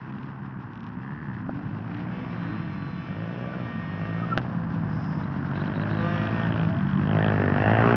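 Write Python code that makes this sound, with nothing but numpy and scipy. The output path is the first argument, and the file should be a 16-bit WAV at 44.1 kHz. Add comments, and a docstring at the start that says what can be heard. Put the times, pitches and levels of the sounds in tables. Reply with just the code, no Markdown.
"""A four-stroke dirt bike revs in repeated bursts, from filtered exhaust pulses and noise, and a second one booms behind.
A scuff of grit, far-off gliding engine tones, a run of dry ticks and a dull knock on a damped body follow.
From two seconds a distant two-stroke buzzes in harmonics, with a thin gear whine; then gliding squeaks and a sharp click.
Later the chain rattles in narrow noise resonances and the exhaust crackles; at the end the first bike, now close,
draws level while a bank throws its sound back."""
import sys
import numpy as np
from scipy import signal
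from scipy.fft import rfft, irfft
from scipy.io import wavfile
from scipy.ndimage import uniform_filter1d

SR = 44100
rng = np.random.default_rng(int(sys.argv[2]) if len(sys.argv) > 2 else 0)


def bounce(signal):
    """Save signal as a 16-bit WAV file at the path given by the first command-line argument."""
    frames = np.transpose(np.atleast_2d(signal))
    limited = np.clip(frames, -1, 1)
    pcm = np.round(limited * 32767).astype(np.int16)
    wavfile.write(sys.argv[1], SR, pcm)


N = 351017
TIME = np.arange(N) / SR  # s
FLARE_FADE_S = 0.045
# spectrum of the fine hiss of both the lead bike and the two-stroke: f/Hz, relative level/dB
HISS_SPECTRUM = [(1600, -26), (2100, -1.5), (2650, 0), (3200, -4), (3900, -10.5), (4500, -13), (5300, -13),
                 (5800, -21), (6600, -32)]


def from_db(db):
    """Level as amplitude ratio: 20 dB is a factor of ten."""
    return 10 ** (np.asarray(db) / 20)


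def rms_one(x):
    """Normalisation by effective value: the rms becomes 1."""
    return x / np.sqrt(np.mean(x ** 2) + 1e-20)


def in_time(rows):
    """Linear interpolation: each column of a curve at every sample."""
    s, *columns = np.transpose(rows)
    return [np.interp(TIME, s, c) for c in columns]


def drift(rate):
    """Low-passed random fluctuation of rms 1: two equal poles at the given rate in Hz."""
    step = 40  # samples between slow values
    r = np.exp(-2 * np.pi * rate * step / SR)
    noise = rng.standard_normal(N // step + 2002)
    slow = signal.lfilter([1], [1, -2 * r, r * r], noise)[2000:]
    return np.interp(np.arange(N) / step, np.arange(len(slow)), rms_one(slow))


def even(x, size=5000):
    """Short-time power normalisation: the running rms is held near 1 and single pulses survive."""
    power = uniform_filter1d(uniform_filter1d(x ** 2, size), size)
    return x / np.sqrt(np.abs(power) + 1e-14)


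def colour(x, points):
    """Minimum-phase filtering: a folded cepstrum gives a causal response that falls off beyond its end points."""
    size = 8192
    hz, db = np.transpose(points)
    grid = np.log(np.maximum(np.fft.rfftfreq(size, 1 / SR), 5))
    beyond = np.abs(grid - np.clip(grid, np.log(hz[0]), np.log(hz[-1])))
    gain_db = np.interp(grid, np.log(hz), db) - 30 * beyond
    cepstrum = irfft(np.log(from_db(gain_db)))
    fold = np.r_[1, np.full(size // 2 - 1, 2), 1, np.zeros(size // 2 - 1)]
    impulse_response = irfft(np.exp(rfft(cepstrum * fold)))
    return signal.oaconvolve(x, impulse_response)[:N]


def cut(x, hz, kind, order=2):
    """Butterworth low- or high-pass: maximally flat in the passband."""
    sos = signal.butter(order, min(hz, SR / 2 - 1), kind, fs=SR, output="sos")
    return signal.sosfilt(sos, x + 1e-18)


def resonance(x, hz, q):
    """Simple resonator: a band-pass with gain 1 at its centre and bandwidth hz/q."""
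    return signal.lfilter(*signal.iirpeak(hz, max(q, .5), fs=SR), x)


def ramp(start, length):
    """Linear onset from 0 to 1."""
    return np.clip((TIME - start) / max(length, 1e-3), 0, 1)


def held(start, end, attack_s, release_s):
    """Trapezoidal envelope: attack from start, hold, release from end."""
    return ramp(start, attack_s) * (1 - ramp(end, release_s))


def glides(rows, unsteady, flutter_db):
    """Frequency modulation: phase integrates a gliding, wavering frequency; each tone swells as half a sine."""
    out, waver = np.zeros(N), 1 + unsteady * drift(60)
    for s, length, start_hz, end_hz, db in rows:
        along = np.clip((TIME - s) / length, 0, 1)
        hz = (start_hz + (end_hz - start_hz) * along) * waver
        out += from_db(db) * np.sin(np.pi * along) * np.sin(2 * np.pi * np.cumsum(hz) / SR)
    return out * from_db(flutter_db * drift(31))


def revving(revs):
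    """Engine kinematics: revs climb while the throttle is open and coast down until the next twist."""
    coast_easing = 1.6
    throttle_open_s, throttle_shut_s = 0.096, 0.24
    speed, throttle, last_shut, last_top = revs[0][2], 0, -1, revs[0][2]
    for opens, shuts, low, top, easing, amount in revs:
        coast = 1 - (1 - ramp(last_shut, opens - last_shut)) ** coast_easing
        climb = 1 - (1 - ramp(opens, shuts - opens)) ** easing
        speed = speed + (low - last_top) * coast + (top - low) * climb
        throttle = throttle + amount * held(opens, shuts, throttle_open_s, throttle_shut_s)
        last_shut, last_top = shuts, top
    return speed, np.clip(throttle, 0, 1)


def firings(per_s, uneven_db, wander, jitter_s):
    """Quasi-periodic pulse train: one click per firing, varying in strength and timing."""
    turns = np.cumsum(per_s * (1 + wander * drift(8.34))) / SR
    at = np.flatnonzero(np.diff(np.floor(turns)))
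    chance = rng.standard_normal((len(at), 2))
    spread_db = np.broadcast_to(uneven_db, N)[at]
    moved = at + (jitter_s * SR * chance[:, 1]).astype(int)
    pulses = np.zeros(N)
    pulses[np.clip(moved, 0, N - 1)] = from_db(spread_db * np.minimum(chance[:, 0], 1.5))
    return pulses


def gas_bursts(pulses, decay_s):
    """Turbulence noise: each pulse starts an exponentially decaying gush."""
    envelope = signal.lfilter([1], [1, -np.exp(-1 / (decay_s * SR))], pulses + 1e-18)
    return envelope * rng.standard_normal(N)


def blend(a, b, share):
    """Power addition of incoherent sounds; share belongs to the first."""
    share = np.clip(share, 0, 1)
    return np.sqrt(share) * even(a) + np.sqrt(1 - share) * even(b)


def lead_boom(pulses, pop_share):
    """Acoustic filtering by the silencer: pulses excite it, ringing hollower on a shut throttle."""
    # silencer response under load: f/Hz, relative level/dB
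    loaded_silencer = [(50, -24), (78, -11), (106, 3), (130, 1), (162, 1), (215, -3), (265, -8), (340, -16),
                       (480, -34)]
    # silencer response when coasting: f/Hz, relative level/dB
    hollow_silencer = [(50, -26), (78, -14), (105, 2.5), (155, 3), (205, 1), (270, -7), (340, -13.5),
                       (480, -34.5)]
    loaded = even(colour(-pulses, loaded_silencer))
    coasting = even(colour(-pulses, hollow_silencer))
    return even(pop_share * loaded + (1 - pop_share) * coasting)


def lead_pop(pulses, gush):
    """Monopole radiation at the tailpipe: bare pressure pulses with a little turbulence."""
    # spectrum of the bare pulse: f/Hz, relative level/dB
    pop_spectrum = [(180, -14.5), (400, -4.5), (700, 1), (1100, -2), (1800, -10.5), (2800, -22),
                    (4000, -43.5)]
    return even(colour(blend(-pulses, gush, share=0.95), pop_spectrum))


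def lead_bark(pulses, churn, pop_share):
    """Mixed excitation of one band: sharp pulses stand out of mechanical noise as their share grows."""
    # spectrum of the bark: f/Hz, relative level/dB
    bark_spectrum = [(200, -33), (290, -5), (410, -1), (520, -1), (680, 2), (900, -5), (1200, -21),
                     (2000, -49.5)]
    return blend(colour(-pulses, bark_spectrum), colour(churn, bark_spectrum), 0.76 * pop_share)


def lead_clatter(pulses, gush, churn, pop_share):
    """Structure-borne noise: mechanical churn fills the gaps between pulses and gushes."""
    # spectrum of the clatter: f/Hz, relative level/dB
    clatter_spectrum = [(600, -32), (850, -1.5), (1050, 3), (1300, -0.5), (1550, 0.5), (1850, -5),
                        (2050, -12), (2700, -38.5)]
    beats = colour(blend(-pulses, gush, share=0.34), clatter_spectrum)
    return blend(beats, colour(churn, clatter_spectrum), 0.1 + 0.61 * pop_share)


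def lead_roar(pulses):
    """Pulse-modulated jet noise: firings and decaying gushes join in a close roar."""
    # spectrum of the roar: f/Hz, relative level/dB
    roar_spectrum = [(170, -19.5), (250, 4.5), (330, 1.5), (420, 8.5), (520, -12), (900, -16.5),
                     (1400, -5.5), (1900, -24), (2600, -38)]
    gush = gas_bursts(pulses, decay_s=0.0068)
    return even(colour(blend(-pulses, gush, share=0.43), roar_spectrum))


def lead_rasp(pulses, gush):
    """High-frequency turbulence: pulses and gushes through an upper band."""
    # spectrum of the rasp: f/Hz, relative level/dB
    rasp_spectrum = [(1800, -20), (2100, -7), (2350, -0.5), (2700, 2.5), (2900, -4), (3150, -3.5),
                     (3500, -20), (3900, -36), (4600, -21.5), (5300, -30.5), (6500, -51)]
    return even(colour(blend(pulses, gush, share=0.42), rasp_spectrum))


def lead_hiss(churn):
    """Amplitude-modulated noise: the coloured churn flutters at random."""
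    flutter_db = 2.1
    return even(colour(churn, HISS_SPECTRUM)) * from_db(flutter_db * drift(21.0))


def lead_bike():
    """Source superposition: voices from one pulse train and mechanical noise follow distance, throttle and pipe."""
    # twists of the throttle: opening t/s, shutting t/s, firings per s at opening, at shutting,
    # easing of the climb (1 = straight), throttle (0-1)
    lead_revs = [(0.02, 0.42, 65.0, 69.0, 1.0, 0.3), (0.88, 1.22, 55.0, 77.5, 1.0, 0.35),
                 (1.49, 2.24, 46.5, 63.0, 1.1, 0.45), (3.04, 3.574, 44.632, 63.522, 1.951, 1.0),
                 (3.889, 4.37, 49.252, 63.301, 0.702, 0.9), (5.448, 5.955, 46.088, 52.517, 1.43, 0.65),
                 (6.199, 6.4, 52.794, 56.566, 1.105, 0.75), (6.461, 6.613, 55.858, 55.033, 0.981, 0.75),
                 (6.909, 7.284, 47.375, 53.185, 2.021, 0.7), (7.536, 7.958, 48.419, 59.029, 1.562, 0.88)]
    # approach: t/s, level/dB relative to the closest
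    approach = [(0, -17), (.6, -18.5), (1.25, -17), (1.8, -15.5), (2.4, -14.5), (3.0, -16.5), (3.6, -15),
                (4.4, -13), (5.3, -11), (6.2, -8.5), (6.9, -7.5), (7.5, -5), (7.96, -1)]
    # treble gain on rasp and hiss: t/s, level/dB
    treble_curve = [(0, 7), (.6, 5.5), (2.0, 6), (4.5, 3.5), (5.2, 3.5), (5.8, 1.5), (6.4, 1), (6.9, -2.5),
                    (7.27, 0), (7.55, -1.5), (7.96, -2)]
    # share of sharp pops: when coasting, added by full throttle, added by the pipe in view
    pop_law = (0.1, 0.66, 0.71)
    # level laws of the voices: level/dB at 0 dB approach and shut throttle, level gained per dB of approach,
    # level/dB added by full throttle, level/dB added by the pipe in view; treble is extra for rasp and hiss
    boom_law = (-21.5, 1.0, 2.5, 0.5)
    pulse_law = (-43, 1.0, 3, 12)
    bark_law = (-40, 0.65, 6.5, 7.5)
    clatter_law = (-32, 0.9061, 0, 3)
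    roar_law = (-34.5, 10, -4.5, 10)
    rasp_law = (-46.5, 1.62, 4.5, 4)
    hiss_law = (-41, 1.82, 1, -2.5)
    speed, throttle = revving(lead_revs)
    near_db, = in_time(approach)
    # as the bike draws level, its tailpipe swings into view
    in_view = ramp(7.05, 0.11)
    pop_share = np.clip(pop_law[0] + pop_law[1] * throttle + pop_law[2] * in_view, 0, 1)
    # the engine fires unevenly while the revs fall
    rev_slope = uniform_filter1d(np.gradient(speed) * SR, size=4000)
    overrun = np.clip(-rev_slope / 30, 0, 1)
    pulses = firings(speed, uneven_db=0.03 + 1.7 * overrun, wander=.0008, jitter_s=.00003)
    gush = gas_bursts(pulses, decay_s=0.0047)
    # noise of valve gear, chain and tyres swells slightly with each firing cycle and drifts
    throb = from_db(0.18 * np.cos(2 * np.pi * np.cumsum(speed) / SR) + 1.0 * drift(18))
    churn = throb * rng.standard_normal(N)
    treble = from_db(in_time(treble_curve)[0])
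    voices = [(lead_boom(pulses, pop_share), boom_law),
              (lead_pop(pulses, gush), pulse_law),
              (lead_bark(pulses, churn, pop_share), bark_law),
              (lead_clatter(pulses, gush, churn, pop_share), clatter_law),
              (lead_roar(pulses), roar_law),
              (treble * lead_rasp(pulses, gush), rasp_law),
              (treble * lead_hiss(churn), hiss_law)]
    bike = exhaust_crackle(pulses)
    for voice, (db, follows, throttle_db, view_db) in voices:
        level_db = db + follows * near_db + throttle_db * throttle + view_db * in_view
        bike = bike + voice * from_db(level_db)
    return ground_dip(bank_echo(flare(bike)), near_db) + ticking(pulses)


def flare(x):
    """Parallel resonance: a band-passed copy raises or lowers single bands for a while, fuller or hollower."""
    # flares: start t/s, release t/s, centre f/Hz, Q, gain at the centre as level/dB
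    flares = [(0, 1.448, 1000, 3.2, 3), (1.85, 2.799, 2100, 5.2, 4), (2.15, 2.26, 1500, 1.4, -3),
              (2.414, 2.56, 1200, 0.88, 3), (4.451, 5.45, 430, 4, -3), (4.444, 5.503, 2560, 2.5, -3.5),
              (3.05, 4.3, 880, 3.3, -3.5), (3.051, 3.614, 555, 5.3, 7), (5.5, 6.6, 349, 7.1, 3.5),
              (5.406, 6.648, 1570, 4, 3.5), (6.65, 7.17, 179, 3.6, 6), (6.65, 7.01, 480, 1.05, -6.5),
              (7.174, 7.79, 1792, 11.5, 6), (7.357, 7.493, 416, 5.9, 7), (7.313, 7.627, 1000, 1.4, -2),
              (7.53, 7.797, 754, 5.5, 5), (7.55, 7.966, 167, 3.8, -22), (7.55, 7.78, 380, 2, -2),
              (7.553, 7.779, 2740, 17, 5.5), (7.792, 7.927, 407.5, 25, 8.5), (7.803, 7.96, 636, 2.3, -3),
              (7.78, 7.91, 1210, 2.8, 5), (7.853, 7.963, 237, 5.6, 5.5)]
    for start, end, hz, q, db in flares:
        x = x + (from_db(db) - 1) * held(start, end, FLARE_FADE_S, FLARE_FADE_S) * resonance(x, hz, q)
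    return x


def ground_dip(x, near_db):
    """Ground interference: reflection off soft ground hollows the middle from afar and fills in on approach."""
    dip_hz, dip_q, dip_depth = 601, 1.23, 0.63
    from_level_db, span_db = -14.5, 2.5  # along the approach
    far = np.clip((from_level_db - near_db) / span_db, 0, 1)
    return x - dip_depth * far * resonance(x, dip_hz, dip_q)


def second_bike():
    """Distance filtering: only boom and low rumble carry, the puffs smeared by scattering."""
    # twists of the throttle: opening t/s, shutting t/s, firings per s at opening, at shutting,
    # easing of the climb (1 = straight), throttle (0-1)
    follower_revs = [(0.08, 0.36, 31.91, 39.5, 1.01, 0.3), (0.68, 1.48, 35, 43.25, 1.01, 0.5),
                     (1.7, 2.35, 38, 42.96, 1.0, 0.79), (3.24, 3.56, 36.21, 43.47, 0.78, 0.26),
                     (3.82, 4.62, 40.27, 43.21, 1.097, 0.63), (5.76, 6.5, 33.64, 43.52, 1.43, 0.55),
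                     (7.08, 7.24, 36.75, 40.96, 0.77, 0.42)]
    # silencer response: f/Hz, relative level/dB
    follower_silencer = [(65, -22), (95, -3.5), (125, 5), (168, 7), (215, 3), (280, -2.5), (350, -7.5),
                         (480, -38.5)]
    # spectrum of the low rumble: f/Hz, relative level/dB
    rumble_spectrum = [(20, -14.5), (36, -22.5), (52, -3.5), (70, -1.5), (95, 3.5), (160, -5.5), (400, -36)]
    # approach: t/s, level/dB on a shut throttle
    follower_approach = [(0, -39.5), (.7, -40), (1.4, -35), (2.3, -35), (3.9, -38), (4.6, -31), (5.4, -33),
                         (6.7, -28), (7.96, -27.5)]
    full_throttle_db, rumble_db = -2.5, -11
    speed, throttle = revving(follower_revs)
    pulses = firings(speed, uneven_db=3.0, wander=0.01, jitter_s=0.00025)
    puffs = blend(pulses, gas_bursts(pulses, decay_s=0.037), share=0.42)
    boom = even(colour(puffs, follower_silencer))
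    rumble = rms_one(colour(rng.standard_normal(N), rumble_spectrum))
    level_db = in_time(follower_approach)[0] + full_throttle_db * throttle
    return from_db(level_db) * (boom + from_db(rumble_db) * rumble)


def grit(per_s=90, size_db=0.0):
    """Random impact noise: sparse tiny cracks of gravel, each a decaying burst, in a middle band."""
    # scuffs underfoot: t/s, time to the release/s, level/dB
    scuffs = [(0.048, 0.2, -60.5), (1.9, 0.082, -55.5)]
    fade_s = 0.054
    cracks = (rng.random(N) < per_s / SR) * from_db(size_db * rng.standard_normal(N))
    crunch = cut(cut(gas_bursts(cracks, decay_s=0.0017), 1500, "high"), 2900, "low", order=4)
    swell = sum(from_db(db) * held(s, s + length, fade_s, fade_s) for s, length, db in scuffs)
    return rms_one(crunch) * swell


def far_engines():
    """Frequency glide: far-off engines rise and fall as short, unsteady pure tones."""
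    # blips: t/s, length/s, start f/Hz, end f/Hz, peak level/dB before flutter
    far_blips = [(.08, 0.19, 195.3, 254, -35.5), (.68, 0.46, 199.4, 285.5, -40.5),
                 (1.35, 0.36, 233, 313.5, -35.5), (1.85, 0.29, 282, 319, -37), (2.0, .3, 233, 258.3, -37),
                 (2.38, 0.21, 237.7, 344, -35), (2.56, 0.33, 335.5, 266.3, -40), (3.1, 0.15, 185, 226, -35),
                 (3.65, 0.2, 238.5, 205, -33.5), (4.62, 0.28, 265, 296, -39), (5.72, 0.31, 553, 657, -38.5),
                 (5.78, .3, 301, 341, -35), (6.12, 0.35, 621, 672, -40), (6.42, .26, 663, 595, -39.5),
                 (6.58, 0.29, 331.4, 289.5, -39.5), (6.63, 0.2, 604, 698, -37)]
    return glides(far_blips, unsteady=0.019, flutter_db=-0.5)


def ticks():
    """Impulse response: tiny dry clicks close by, each with the same bright ring."""
    # clicks: t/s, level/dB before the ring
    tick_times = [(0.734, -24), (.756, -23), (.7765, -25), (.796, -30), (0.8058, -21), (0.832, -25),
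                  (.841, -23), (.8665, -21), (0.873, -28), (.8895, -27)]
    # their ring: f/Hz, level/dB
    tick_ring = [(1700, -10), (2700, 4), (3700, -2.5), (4700, -16.5), (5400, -8), (6300, -25)]
    clicks = sum(from_db(db) * signal.unit_impulse(N, round(s * SR)) for s, db in tick_times)
    return colour(clicks, tick_ring)


def ticking(pulses):
    """Impulsively excited resonance: during one early twist every firing rings briefly and brightly."""
    # ringing stretch: start t/s, release t/s, ring f/Hz, Q, level/dB
    ring_settings = (1, 1.37, 1751, 6.5, -50.5)
    start, end, hz, q, db = ring_settings
    ring = even(resonance(resonance(pulses, hz, q), hz, q))
    return from_db(db) * held(start, end, FLARE_FADE_S, FLARE_FADE_S) * ring


def taps():
    """Modal synthesis: contacts ring a small, well damped plastic body; a soft contact is duller."""
    # contacts: t/s, level/dB, contact cut-off f/Hz
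    contacts = [(1.493, -16.5, 1200), (4.376, -10.5, 5500), (4.384, -24.5, 7050), (4.394, -28, 3010)]
    # modes of the body: f/Hz, level/dB, 60 dB decay time/s
    body_modes = [(341, -11.5, 0.05), (650, -8.5, 0.02), (785, -12, 0.031), (1535, 3, 0.0065),
                  (2770, -5.5, 0.0049), (3440, -28, 0.015), (4740, -41, 0.007)]
    force, out = np.zeros(N), 0
    for s, db, contact_hz in contacts:
        force += from_db(db) * cut(signal.unit_impulse(N, round(s * SR)), contact_hz, "low", order=6)
    for hz, db, t60 in body_modes:
        r, w = from_db(-60 / (t60 * SR)), 2 * np.pi * hz / SR
        out = out + from_db(db) * signal.lfilter([0, np.sin(w)], [1, -2 * r * np.cos(w), r * r], force)
    return out


def two_stroke(low_count=5, middle_count=4):
    """Fourier synthesis: harmonics of the firing rate, each fading in the moving air, a whine and a little hiss."""
    # firing rate: t/s, firings per s
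    two_stroke_speed = [(2.0, 157), (2.16, 163.2), (2.44, 168.8), (2.94, 163.2), (3.14, 167.9),
                        (3.38, 165.3), (3.6, 168), (4.16, 168.5), (4.34, 165.4), (4.6, 169), (5.3, 158.4),
                        (5.6, 169.7), (5.98, 167), (6.14, 173.7), (6.28, 172.2), (6.34, 166.7), (6.47, 166),
                        (6.8, 166.7)]
    # overtones: multiple of the firing rate, level/dB relative within their group
    two_stroke_orders = [(2, -13), (3, -11), (4, -11.5), (5, -20), (6, -19), (7, -12), (8, -22), (9, -17.5),
                         (10, -19), (12, -25), (13, -19.5), (14, -18), (15, -22.5), (16, -20), (17, -23),
                         (18, -24.5), (19, -26.5), (20, -31), (21, -29), (22, -32), (24, -37), (25, -35),
                         (27, -43), (29, -43), (30, -43), (31, -37), (32, -36), (33, -45), (36, -44)]
    # audible stretches: start t/s, release t/s, then level/dB of fundamental, low, middle and high overtones, whine
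    two_stroke_pulls = [(2.022, 2.95, -41, -52, -51.5, -55, -58.5),
                        (2.945, 3.607, -44, -52, -49.5, -54, -55.5),
                        (3.599, 4.31, -37, -53, -49, -53.5, -47.5), (4.42, 5.25, -35, -50, -57, -68, -80.5),
                        (5.927, 6.24, -40, -36, -40, -48, -47.5),
                        (6.276, 6.43, -35, -40.5, -40, -49.5, -42), (6.5, 6.745, -32.5, -60, -66, -70, -68)]
    fade_s, whine_order = 0.12, 11
    hiss_db = -8  # relative to the high overtones
    speed, = in_time(two_stroke_speed)
    hum, low, middle, high, whine = sum(np.outer(from_db(dbs), held(start, end, fade_s, fade_s))
                                        for start, end, *dbs in two_stroke_pulls)
    phase = 2 * np.pi * np.cumsum(speed * (1 + 0.00068 * drift(17.5))) / SR
    overtones = [from_db(db + 2.5 * drift(7.0)) * np.sin(round(k) * phase + 2 * np.pi * rng.random())
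                 for k, db in two_stroke_orders]
    groups = np.split(np.array(overtones), [low_count, low_count + middle_count])
    lows, middles, highs = (rms_one(group.sum(0)) for group in groups)
    fundamental = hum * from_db(2.0 * drift(12.0)) * np.sin(phase)
    piercing = whine * from_db(1.2 * drift(9.9)) * np.sin(whine_order * phase)
    tones = np.sqrt(2) * (fundamental + piercing)
    pulsing_noise = (1 + np.cos(phase)) * rng.standard_normal(N)
    hiss = from_db(hiss_db) * rms_one(colour(pulsing_noise, HISS_SPECTRUM))
    return tones + low * lows + middle * middles + high * (highs + hiss)


def gear_whine():
    """Tonal gear noise: a thin, smooth tone rises and then sinks."""
    # glides: t/s, length/s, start f/Hz, end f/Hz, peak level/dB before flutter
    whine_glides = [(2.25, 0.51, 3960, 4160, -63.5), (2.6, 0.55, 4170, 3970, -63)]
    return glides(whine_glides, unsteady=0.00078, flutter_db=0.5)


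def squeaks():
    """Frequency glide: short, unsteady tones that fall in pitch."""
    # squeaks: t/s, length/s, start f/Hz, end f/Hz, peak level/dB before flutter
    squeak_glides = [(3.525, 0.029, 1502, 1350, -39), (4.169, 0.05, 1329, 1236, -43),
                     (4.214, 0.041, 1257, 1243, -32), (4.291, 0.05, 1405, 1314, -34.5),
                     (4.319, 0.029, 1343, 1340, -26.5)]
    return glides(squeak_glides, unsteady=0.013, flutter_db=-2.5)


def chain():
    """Noise-excited resonance: each rattle is a swell of noise in a narrow steel resonance."""
    # rattles: t/s, length/s, ring f/Hz, level/dB at the peak of the swell
    chain_rattles = [(4.823, 0.49, 5130, -64), (5.223, 0.029, 3950, -59), (5.545, .04, 3830, -55),
                     (5.595, 0.034, 3880, -52.5), (5.66, 0.027, 3950, -56), (5.74, 0.045, 3860, -54),
                     (5.797, 0.045, 3900, -54.5), (5.89, 0.053, 3880, -53), (5.936, 0.12, 3900, -56),
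                     (6.66, 0.21, 5200, -71.5)]
    chain_q = 12
    shaking, out = rng.standard_normal(N), 0
    for s, length, hz, db in chain_rattles:
        ring = resonance(resonance(shaking, hz, chain_q), hz, chain_q / 2)
        out = out + from_db(db) * np.sin(np.pi * ramp(s, length)) * rms_one(ring)
    return out


def exhaust_crackle(pulses):
    """Gated impulsive noise: the hard crack of each firing is heard in stretches with abrupt edges."""
    # spectrum of the crack: f/Hz, relative level/dB
    crack_spectrum = [(2000, -15), (2450, 4), (2800, 2.5), (3250, 5), (3600, -7.5), (4100, -18.5),
                      (5000, -30)]
    # audible stretches: start t/s, release t/s, level/dB
    crackles = [(5.499, 6.13, -58), (6.145, 6.65, -49.5), (6.676, 7.03, -55.5), (7.052, 7.213, -49.5),
                (7.213, 7.296, -43), (7.33, 7.632, -66), (7.655, 7.95, -64)]
    edge_s = .015
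    gush = gas_bursts(pulses, decay_s=0.00079)
    crack = even(colour(blend(pulses, gush, share=0.25), crack_spectrum))
    return crack * sum(from_db(db) * held(start, end, edge_s, edge_s) for start, end, db in crackles)


def bank_echo(x):
    """Comb filtering by reflection: a trackside bank returns each pulse sooner and sooner as the bike goes by."""
    from_s, swell_s, echo_db = 7.5, 0.18, -8
    first_delay_s, closing_s_per_s, low_cut_hz = .0095, 0.0077, 1050
    delay = first_delay_s - closing_s_per_s * np.maximum(TIME - from_s, 0)
    reflected = np.interp(TIME - delay, TIME, cut(x, low_cut_hz, "high"))
    return x + from_db(echo_db) * ramp(from_s, swell_s) * reflected


def outdoors(x, dull_hz=1800):
    """Discrete reflections: the direct sound and a few dull echoes from earth banks."""
    # echoes: delay t/s, level/dB
    echoes = [(.0025, -36), (0.028, -21), (0.057, -19), (0.11, -30)]
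    dull = cut(x, dull_hz, "low")
    return x + sum(from_db(db) * np.interp(TIME - delay, TIME, dull, left=0) for delay, db in echoes)


def scene():
    """Linear superposition: all sources add at one microphone, some with echoes."""
    echoing = outdoors(lead_bike() + second_bike() + far_engines() + squeaks())
    direct = grit() + ticks() + taps() + two_stroke() + gear_whine() + chain()
    return (echoing + direct)[None]


def record(dry):
    """Band limitation: a dull little microphone, then a steep cut of the top."""
    microphone_hz, cutoff_hz = 7060, 7200
    return cut(cut(dry, microphone_hz, "low", order=8), cutoff_hz, "low", order=12)


dry = scene()
out = record(dry)
bounce(out)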